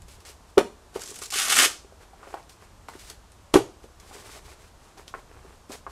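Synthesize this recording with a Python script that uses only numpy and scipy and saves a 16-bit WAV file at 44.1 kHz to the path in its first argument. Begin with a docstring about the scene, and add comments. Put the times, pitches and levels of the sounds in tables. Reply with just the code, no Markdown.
"""Palms slap the hollow shell of a stiff padded vest; a hook-and-loop strap is picked loose and ripped open,
knocks fall and cloth rustles, in a paved, tarp-walled corner with far traffic humming.
The shell is a bank of damped sines; strap and cloth are many tiny slips or rings, shaped in spectrum and level.
Echoes and a short tail place hits and tearing in the corner; loud slaps overload the input stage."""
import sys
import numpy as np
from scipy import signal
from scipy.fft import rfft, irfft, next_fast_len
from scipy.io import wavfile
from scipy.ndimage import uniform_filter1d, map_coordinates

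SR = 44100
rng = np.random.default_rng(int(sys.argv[2]) if len(sys.argv) > 2 else 0)


def to_wav(sig):
    """Store sig (one row per channel, or 1-D mono) as 16-bit WAV at the path in sys.argv[1].

    Samples outside -1..1 are clipped; the rate is SR.
    """
    pcm = np.clip(np.atleast_2d(sig), -1, 1) * 32767
    pcm = np.round(pcm).astype(np.int16)
    wavfile.write(sys.argv[1], SR, pcm.T)  # frames by channels


N = 260631  # length in samples

# the strap is pulled, slackens and is pulled harder: t/s, hooks level/dB
RIP_PULL = [(1.315, -53), (1.324, -32.5), (1.379, -25), (1.47, -30.5), (1.494, -28.5), (1.499, -22.5),
            (1.54, -23.5), (1.611, -17.5), (1.651, -19), (1.668, -28)]
# sliding and fraying cloth, spectrum before scaling: f/Hz, level/dB per Hz
CLOTH_SPECTRUM = [(880, -15), (1500, -1), (1680, -2.5), (2080, -1), (4860, -0.5), (6870, -2), (7790, -0.5),
                  (12000, -9), (15000, -17.5)]
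# foam padding, spectrum before scaling: f/Hz, level/dB per Hz
PADDING_SPECTRUM = [(50, -85.5), (90, -20), (170, -9), (280, -1.5), (400, 2), (650, -2), (1000, -10),
                    (1600, -23), (3000, -22), (8000, -55)]
# small contacts through the microphone, bass cut, rolled off above about 13 kHz: f/Hz, gain/dB
MIC_RESPONSE = [(90, -29), (200, 5), (9000, 2), (12000, 6.5), (14000, -9.5), (16000, -33.5)]


def slaps():
    """The palm pushes, so the shell's ring swells, holds and is choked; skin smacks, padding rasps, the chest thuds."""
    # palm slaps: t/s, ring level/dB, tension/pitch factor, rise time constant/s, hold/s,
    # smack level/dB, padding level/dB, chest thud level/dB
    hits = [(0.572, 0, 1.046, 0.0049, 0.012, -16, -12.5, -20),
            (0.9561, -21, 1.033, 0.0019, 0.0066, -43, -33.5, -59),
            (3.5393, -5.5, 0.915, 0.001066, 0.0032, -13.5, -14, -20.5),
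            (3.556, 1.5, 0.93, 0.0005, 0.0063, -17.5, -16.5, -25.5)]
    # modes of the hollow shell: f/Hz before tension, level/dB re ring, t60/s
    modes = [(296, -15, 0.0039), (382.8, 1, 0.0095), (555.2, -15, 0.01), (651, -19.5, 0.0076),
             (863, -14.5, 0.025), (1219, -20, 0.045)]
    # skin on nylon, spectrum before scaling: f/Hz, level/dB per Hz
    skin_spectrum = [(100, -26), (500, -10.5), (1200, 3), (2500, -2.5), (4500, -7), (9000, -8.5),
                     (11500, -13), (14000, -32), (16000, -50.5)]
    thud_t60_s = .05

    ringing, rest = np.zeros(N + SR), np.zeros(N + SR)
    t = np.arange(SR // 4) / SR
    skin = coloured(rng.standard_normal(N), skin_spectrum)
    foam = coloured(rng.standard_normal(N), PADDING_SPECTRUM)
    for s, db, tension, rise, hold, smack_db, padding_db, thud_db in hits:
        at = round(s * SR)
        span = slice(at, at + len(t))
        push = (1 - np.exp(-t / rise)) ** 2
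        after = np.maximum(t - hold, 0)  # decay starts only after the hold
        ring = sum(amp(level - 60 * after / t60) * np.sin(2 * np.pi * hz * tension * t)
                   for hz, level, t60 in modes)

        flat = t - 1.7 * rise  # the palm lands flat near the end of the push
        smack_decay = amp(-60 * flat / 0.012) + 0.28 * amp(-60 * flat / 0.085)
        smack = amp(smack_db) * (flat > 0) * smack_decay * skin[span]
        rasp = amp(padding_db - 60 * after / 0.065) * foam[span]
        chest = 0.76 * np.sin(2 * np.pi * 58 * t) + 1.5 * np.sin(2 * np.pi * 128 * t)
        thud = amp(thud_db - 60 * t / thud_t60_s) * chest

        ringing[span] += push * amp(db) * ring
        rest[span] += smack + push * (rasp + thud)
    return ringing[:N], rest[:N]


def rip():
    """Thousands of hooks let go each second, in clumps; larger tufts flap the strap, jerks shake the padding."""
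    # tearing hooks, spectrum before scaling: f/Hz, level/dB per Hz
    tear_spectrum = [(700, -64.5), (1800, -19), (3000, -11), (4000, -12), (5500, -9), (8300, -4.5),
                     (10500, -7.5), (12900, -12), (16000, -25)]
    # flapping strap, spectrum before scaling: f/Hz, level/dB per Hz
    strap_spectrum = [(200, -70.5), (500, -18), (800, -10), (1000, -9), (1250, 4.5), (1500, 3), (2200, 4.5),
                      (3200, 0.5), (5000, -7), (9000, -71)]
    # start levels re hooks; both grow as the freed end grows longer
    flap_db, flap_grows_db_per_s = -8, 17
    shake_db, shake_grows_db_per_s = -28, 25.5

    start_s, end_s = RIP_PULL[0][0], RIP_PULL[-1][0]
    share = np.sqrt((end_s - start_s) * SR / N)  # keeps rms 1 within the tearing
    clumps = amp(2.2 * wobble(200) + .8 * wobble(50))
    fine = hooks(per_s=5000, centre_hz=6100, octaves=1.44, cycles=1.93, spread_db=-0.5) * clumps
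    tufts = hooks(per_s=1800, centre_hz=1336, octaves=1.8, cycles=1.8, spread_db=2.0) * clumps
    jerks = hooks(per_s=420, centre_hz=348, octaves=1.48, cycles=1.3, spread_db=3.0) * clumps
    tear = share * coloured(fine, tear_spectrum)
    flap = share * coloured(tufts, strap_spectrum)
    shake = share * coloured(jerks, PADDING_SPECTRUM)

    torn_s = np.clip(np.arange(N) / SR - start_s, 0, 1)
    flap_gain = amp(flap_db + flap_grows_db_per_s * torn_s)
    shake_gain = amp(shake_db + shake_grows_db_per_s * torn_s)
    return gains(RIP_PULL, fade=.004) * (tear + flap_gain * flap + shake_gain * shake)


def hooks(per_s, centre_hz, octaves, cycles, spread_db):
    """Each hook that lets go rings a few cycles at its own pitch and size, while the strap tears."""
    start, end = RIP_PULL[0][0] - .01, RIP_PULL[-1][0] + .01
    when, pitch, size, sign = rng.random((int(per_s * (end - start)), 4)).T
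    # octaves reaches either way from the centre
    hz = np.minimum(centre_hz * 2 ** (octaves * (2 * pitch - 1)), SR / 3)[:, None]
    t = np.arange(256) / SR
    decay = np.exp(-t * hz * np.log(10) / cycles)  # 20 dB down after this many cycles
    rings = np.sin(2 * np.pi * hz * t) * decay
    size_gain = amp(-spread_db * np.log(1 - .96 * size))
    rings *= (np.sign(sign - .5) * size_gain)[:, None]
    at = ((start + when * (end - start)) * SR).astype(int)[:, None] + np.arange(len(t))
    return np.bincount(at.ravel(), rings.ravel(), N)[:N]


def picking():
    """Fingers pick at the strap's edge; a few rows of hooks part in short crackling runs."""
    # picks: t/s of arrival at full speed, rise/s, hold/s, hooks level/dB
    picks = [(1.018, .03, 0.031, -43), (1.07, .02, 0.038, -45.5), (1.139, .02, 0.021, -45),
             (1.186, .01, .01, -47), (1.219, .01, 0.038, -40.5), (1.306, .003, .013, -41)]
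    # parting hooks, spectrum before scaling: f/Hz, level/dB per Hz
    parting_spectrum = [(530, -45), (900, -21), (1170, -6), (1350, -17), (1470, -10), (1930, -9.5),
                        (7590, 1.5), (12400, -13), (15500, -21)]

    slips = crackle(per_s=2500, spread_db=-2, hiss=0.86)
    fizz = coloured(slips * amp(2.0 * wobble(80)), parting_spectrum)
    power = sum(amp(2 * (db + motion_db(s, rise, hold))) for s, rise, hold, db in picks)
    return fizz * np.sqrt(power)


def snaps():
    """A single hook or crease snaps in a broad click round its pitch; neighbouring hooks fray after it."""
    # single hooks and creases: t/s, click level/dB, f/Hz
    clicks = [(0.02, -38, 7020), (0.0842, -42, 6860), (0.205, -43.5, 6820), (0.252, -34.5, 4500),
              (0.2898, -34, 5380), (0.9952, -32, 6700), (1.0085, -32, 6240), (1.019, -27.5, 7100),
              (1.037, -26, 6630), (1.0763, -29, 5740), (1.1036, -31, 8000), (1.1437, -31, 7000),
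              (1.1585, -28, 6900), (1.1897, -28, 7500), (1.2188, -30, 5670), (1.2251, -25.5, 7840),
              (1.2368, -27.5, 6506), (1.304, -24.5, 6600), (1.319, -31, 7100), (2.342, -35, 3180),
              (2.429, -44.5, 5100), (2.496, -37.5, 4660), (2.8851, -31, 2840), (2.9966, -42, 6500),
              (3.1002, -27, 4500), (3.319, -42, 8050), (3.84, -43, 2510), (4.0005, -35, 7400),
              (4.9822, -43, 5000), (5.0801, -29.5, 3600), (5.1484, -46, 2800), (5.7198, -29.5, 6400)]
    snap_t60_s, fray_db, fray_t60_s = .0026, -17.5, 0.047  # fray level re click

    out, t = np.zeros(N + SR), np.arange(SR // 10) / SR
    fibres = coloured(crackle(per_s=1000, spread_db=4.5, hiss=.6), CLOTH_SPECTRUM)
    fibres = np.pad(fibres, (0, SR))
    for s, db, hz in clicks:
        at = round(s * SR)
        drift = .35 * np.cumsum(rng.standard_normal(len(t)))  # random phase broadens the pitch
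        click = amp(-60 * t / snap_t60_s) * np.sin(2 * np.pi * hz * t + drift)
        fray = amp(fray_db - 60 * t / fray_t60_s) * fibres[at:at + len(t)]
        out[at:at + len(t)] += amp(db) * (click + fray)
    return shaped(out[:N], MIC_RESPONSE)


def knocks():
    """A soft-edged, quickly damped knock; loose parts rattle on round the same pitch."""
    # taps of fingers, buckle and shoes, and jerks of the strap during the rip:
    # t/s, level/dB, f/Hz, cycles to fall 60 dB, rattle level/dB re knock
    contacts = [(.08, -48, 450, 11, -15), (.183, -46, 377, 4.5, -13), (.295, -42.5, 430, 11, -24),
                (1.018, -31.5, 1490, 13, -13), (1.0921, -37.5, 417.4, 9, -17),
                (1.1139, -33.5, 420.4, 9.5, -23), (1.2175, -34, 409.4, 5.5, -19),
                (1.2192, -30.5, 1200, 18, -8), (1.3262, -24, 1134, 6, -13.5), (1.357, -30.5, 410, 9, -13),
                (1.478, -27, 597, 5, -21), (1.659, -20.5, 483, 5.5, -11.5), (1.8469, -32.5, 437, 1.5, -17),
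                (1.9234, -36, 464, 2, -12.5), (2.1327, -37.5, 757, 10, -11.5), (2.2304, -28, 1110, 7, -15),
                (2.2708, -35.5, 706, 6, -4.5), (2.3415, -15, 847, 3.5, -17.5), (2.3696, -35, 1193, 2, -7),
                (2.8867, -20, 972.3, 5.5, -21), (2.9365, -33.5, 1467, 1, -12), (2.9534, -28, 350, 1.5, -17),
                (3.8419, -34.5, 476, 3, -7.5), (4.1114, -33, 877, 2, -10.5), (4.153, -36, 430, 8, -8),
                (4.3657, -36, 683, 7, -10), (4.9734, -40, 678, 4.5, -11.5), (5.1398, -16.5, 1178, 9, -14),
                (5.1494, -29, 440, 5, -27), (5.446, -44, 425, 7, 1.5), (5.6972, -27, 300, 3, -19),
                (5.7044, -31.5, 618, 1.5, -5.5), (5.8658, -20, 992, 6, -12)]
    rattle_t60_s = 0.053
    rise_share = 0.0461  # rise time constant over ring time

    out, t = np.zeros(N + SR), np.arange(SR // 10) / SR
    for s, db, hz, cycles, rattle_db in contacts:
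        ring_s = cycles / hz
        drift = hz / 4000 * np.cumsum(uniform_filter1d(rng.standard_normal(len(t)), size=20))
        knock = amp(-60 * t / ring_s) * np.sin(2 * np.pi * hz * t)
        swell = np.minimum(3.2 * t / ring_s, 1) ** 2
        rattle_decay = amp(rattle_db - 60 * t / rattle_t60_s)
        rattle = swell * rattle_decay * np.sin(2 * np.pi * hz * t + drift)
        soft_edge = (1 - np.exp(-t / (rise_share * ring_s))) ** 2
        out[round(s * SR):][:len(t)] += amp(db) * soft_edge * (knock + rattle)
    return shaped(out[:N], MIC_RESPONSE)


def handling():
    """Cloth slides in small uneven slips; the shell murmurs under the hands."""
    # hand strokes: t/s of arrival at full speed, rise/s, hold/s, cloth hiss level/dB, rubbed shell level/dB
    strokes = [(0.085, .01, 0.058, -54.5, -70), (.205, .02, .01, -60, -73), (.254, .006, 0.0485, -50, -54),
               (0.484, 0.055, .02, -65, -68), (0.955, 0.026, 0.019, -46.5, -46.5),
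               (1.023, 0.033, 0.25, -57, -58), (2.015, 0.029, 0.023, -61, -54.5),
               (2.284, 0.15, 0.056, -58, -49), (2.36, .01, 0.046, -62, -57),
               (2.493, .002, 0.013, -51.5, -68), (2.623, .03, .02, -61.5, -55),
               (2.898, .005, 0.067, -56, -56), (2.995, .02, .1, -51, -62.5),
               (3.098, .002, 0.0096, -48.5, -52.5), (3.32, 0.039, .03, -71.5, -78.5),
               (3.539, 0.0033, .004, -34, -40), (3.836, 0.026, 0.0136, -61, -60.5),
               (3.998, .005, 0.092, -61, -64), (4.13, 0.12, 0.076, -50, -50),
               (4.286, 0.165, 0.094, -49, -50.5), (4.452, 0.028, .08, -54.5, -53),
               (4.593, .02, 0.084, -60.5, -58), (4.837, 0.071, 0.073, -63.5, -62),
               (4.977, .01, 0.025, -55, -50.5), (5.077, .005, .02, -56, -58),
               (5.15, .005, 0.048, -62.5, -56.5), (5.31, 0.046, 0.14, -68, -58),
               (5.446, 0.011, 0.11, -65, -56.5), (5.695, .005, .02, -50.5, -55),
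               (5.724, 0.022, 0.013, -43, -47.5), (5.896, 0.0177, .03, -57, -51)]
    # rubbed shell, spectrum before scaling: f/Hz, level/dB per Hz
    rub_spectrum = [(110, -60), (180, -18), (430, 2), (529, -5.5), (770, -4.5), (1130, -5.5), (1540, -9.5),
                    (2500, -12.5), (3250, -21.5), (5500, -120)]

    slips, nudges = 1.5 * wobble(60), 2.2 * wobble(35)  # uneven levels in dB
    cloth = coloured(crackle(per_s=3800, spread_db=-0.5, hiss=1.0) * amp(slips), CLOTH_SPECTRUM)
    rub = coloured(crackle(per_s=220, spread_db=0.5, hiss=0.77) * amp(nudges), rub_spectrum)
    power = np.zeros((2, N))
    for s, rise, hold, cloth_db, rub_db in strokes:
        power += amp(2 * motion_db(s, rise, hold)) * amp([[2 * cloth_db], [2 * rub_db]])
    return np.sqrt(power[0]) * cloth + np.sqrt(power[1]) * rub


def motion_db(s, rise, hold):
    """A hand speeds up, holds its speed and slows down: level re full speed."""
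    range_db, fade_db_per_s = 18.5, 300  # climbed during the rise; lost after the hold
    t = np.arange(N) / SR
    return -range_db * np.maximum(s - t, 0) / rise - fade_db_per_s * np.maximum(t - s - hold, 0)


def traffic():
    """Wavering engine bass under a steady wash of tyres and wind, both shaped noise."""
    # engine bass over time: t/s, level/dB
    rumble = [(0.0, -47.5), (0.25, -57.5), (1.5, -57), (3.2, -52), (3.8, -56), (4.45, -52), (4.8, -56),
              (5.91, -52)]
    # engines, spectrum before scaling: f/Hz, level/dB per Hz
    engine_spectrum = [(12, -33.5), (20, -2), (59, 3.5), (71, 3.5), (156, -12.5), (200, -14.5),
                       (260, -58.5), (440, -120)]
    # tyres and wind, spectrum before scaling: f/Hz, level/dB per Hz
    air_spectrum = [(88, -29), (150, -1), (221, -1), (425, -2), (578, -2), (1070, -2.5), (2140, -13),
                    (7790, -15.5), (13400, -26), (14200, -28.5), (15000, -45)]
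    air_db = -57

    bass = coloured(rng.standard_normal(N), engine_spectrum) * amp(1.4 * wobble(3.0))
    wash = coloured(rng.standard_normal(N), air_spectrum) * amp(0.18 * wobble(7.7))
    return gains(rumble, fade=.01) * bass + amp(air_db) * wash


def corner(x, wet_db, echoes):
    """A few early echoes, then a tail dying band by band, a new one for each third of a second."""
    # decay of the corner: f/Hz, t60/s
    decay_times = [(100, 0.38), (400, .36), (2000, 0.26), (6000, 0.36), (12000, 0.25)]

    out, step = np.pad(x, (0, SR)), SR // 3
    for s, db in echoes:
        out[round(s * SR):][:N] += amp(db) * x
    for start in range(0, N, step):
        hz, t, bands = signal.stft(rng.standard_normal(SR // 2), SR, nperseg=256)
        decay = amp(-60 * t / along(decay_times, hz)[:, None])
        tail = signal.istft(bands * decay, SR, nperseg=256)[1]
        wet = signal.fftconvolve(x[start:start + step], tail / np.linalg.norm(tail))
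        out[start + 300:][:len(wet)] += amp(wet_db) * wet  # tail enters 300 samples late
    return out[:N]


def crackle(per_s, spread_db, hiss):
    """Random slips of unequal, bounded size on a bed of hiss."""
    size_db = spread_db * np.minimum(rng.exponential(size=N), 3)
    slips = (rng.random(N) < per_s / SR) * rng.uniform(-1.16, 1, N) * amp(size_db)
    return unit(slips) + hiss * rng.standard_normal(N)


def wobble(rate):
    """A smooth random curve, rate knots a second."""
    return map_coordinates(rng.standard_normal(int(N * rate / SR) + 4), [np.arange(N) * rate / SR])


def gains(rows, fade):
    """Gain per sample from (s, dB) rows, fading to -110 dB within fade seconds beyond their ends."""
    s, db = np.transpose(rows)
    times, levels = np.r_[s[0] - fade, s, s[-1] + fade], np.r_[-110, db, -110]
    return amp(np.interp(np.arange(N) / SR, times, levels))


def coloured(x, spectrum):
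    """x shaped by a spectrum and scaled to rms 1."""
    return unit(shaped(x, spectrum))


def shaped(x, spectrum):
    """x through a (Hz, dB) spectrum."""
    m = next_fast_len(N + 8192)
    return irfft(rfft(x, m) * amp(along(spectrum, np.fft.rfftfreq(m, 1 / SR))), m)[:N]


def along(points, hz):
    """(Hz, value) points read on a log frequency axis."""
    f, v = np.transpose(points)
    return np.interp(np.log(hz + 1), np.log(f + 1), v)


def unit(x):
    """x scaled to rms 1."""
    return x / np.sqrt(np.mean(x ** 2) + 1e-20)


def amp(db):
    """Gain of a level in dB."""
    return 10 ** (np.asarray(db) / 20)


def scene():
    """Hits and tearing sound in the corner, over picking, rustle and traffic."""
    # early echoes off paving and tarps: delay/s, level/dB
    echoes = [(.0027, -12.5), (.0075, -12), (.013, -14), (0.03, -19)]

    ringing, rest = slaps()
    # of the low ring only the far walls answer
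    shell = corner(ringing, wet_db=-24.5, echoes=echoes[2:])
    contacts = corner(rest + knocks() + snaps(), wet_db=-11.0, echoes=echoes)
    tearing = corner(rip(), wet_db=-9.0, echoes=echoes)
    return (shell + contacts + tearing + picking() + handling() + traffic())[None]


def record(dry):
    """The input stage clips softly; nothing is kept above the band limit."""
    ceiling, top_hz = .62, 15900  # ceiling in full-scale amplitude
    clipped = dry / (1 + np.abs(dry / ceiling) ** 5) ** (1 / 5)
    m = next_fast_len(N + 8192)
    edge = np.clip((top_hz - np.fft.rfftfreq(m, 1 / SR)) / 500, 0, 1)  # 500 Hz slope below the limit
    return irfft(rfft(clipped, m) * edge, m)[:, :N]


dry = scene()
out = record(dry)
to_wav(out)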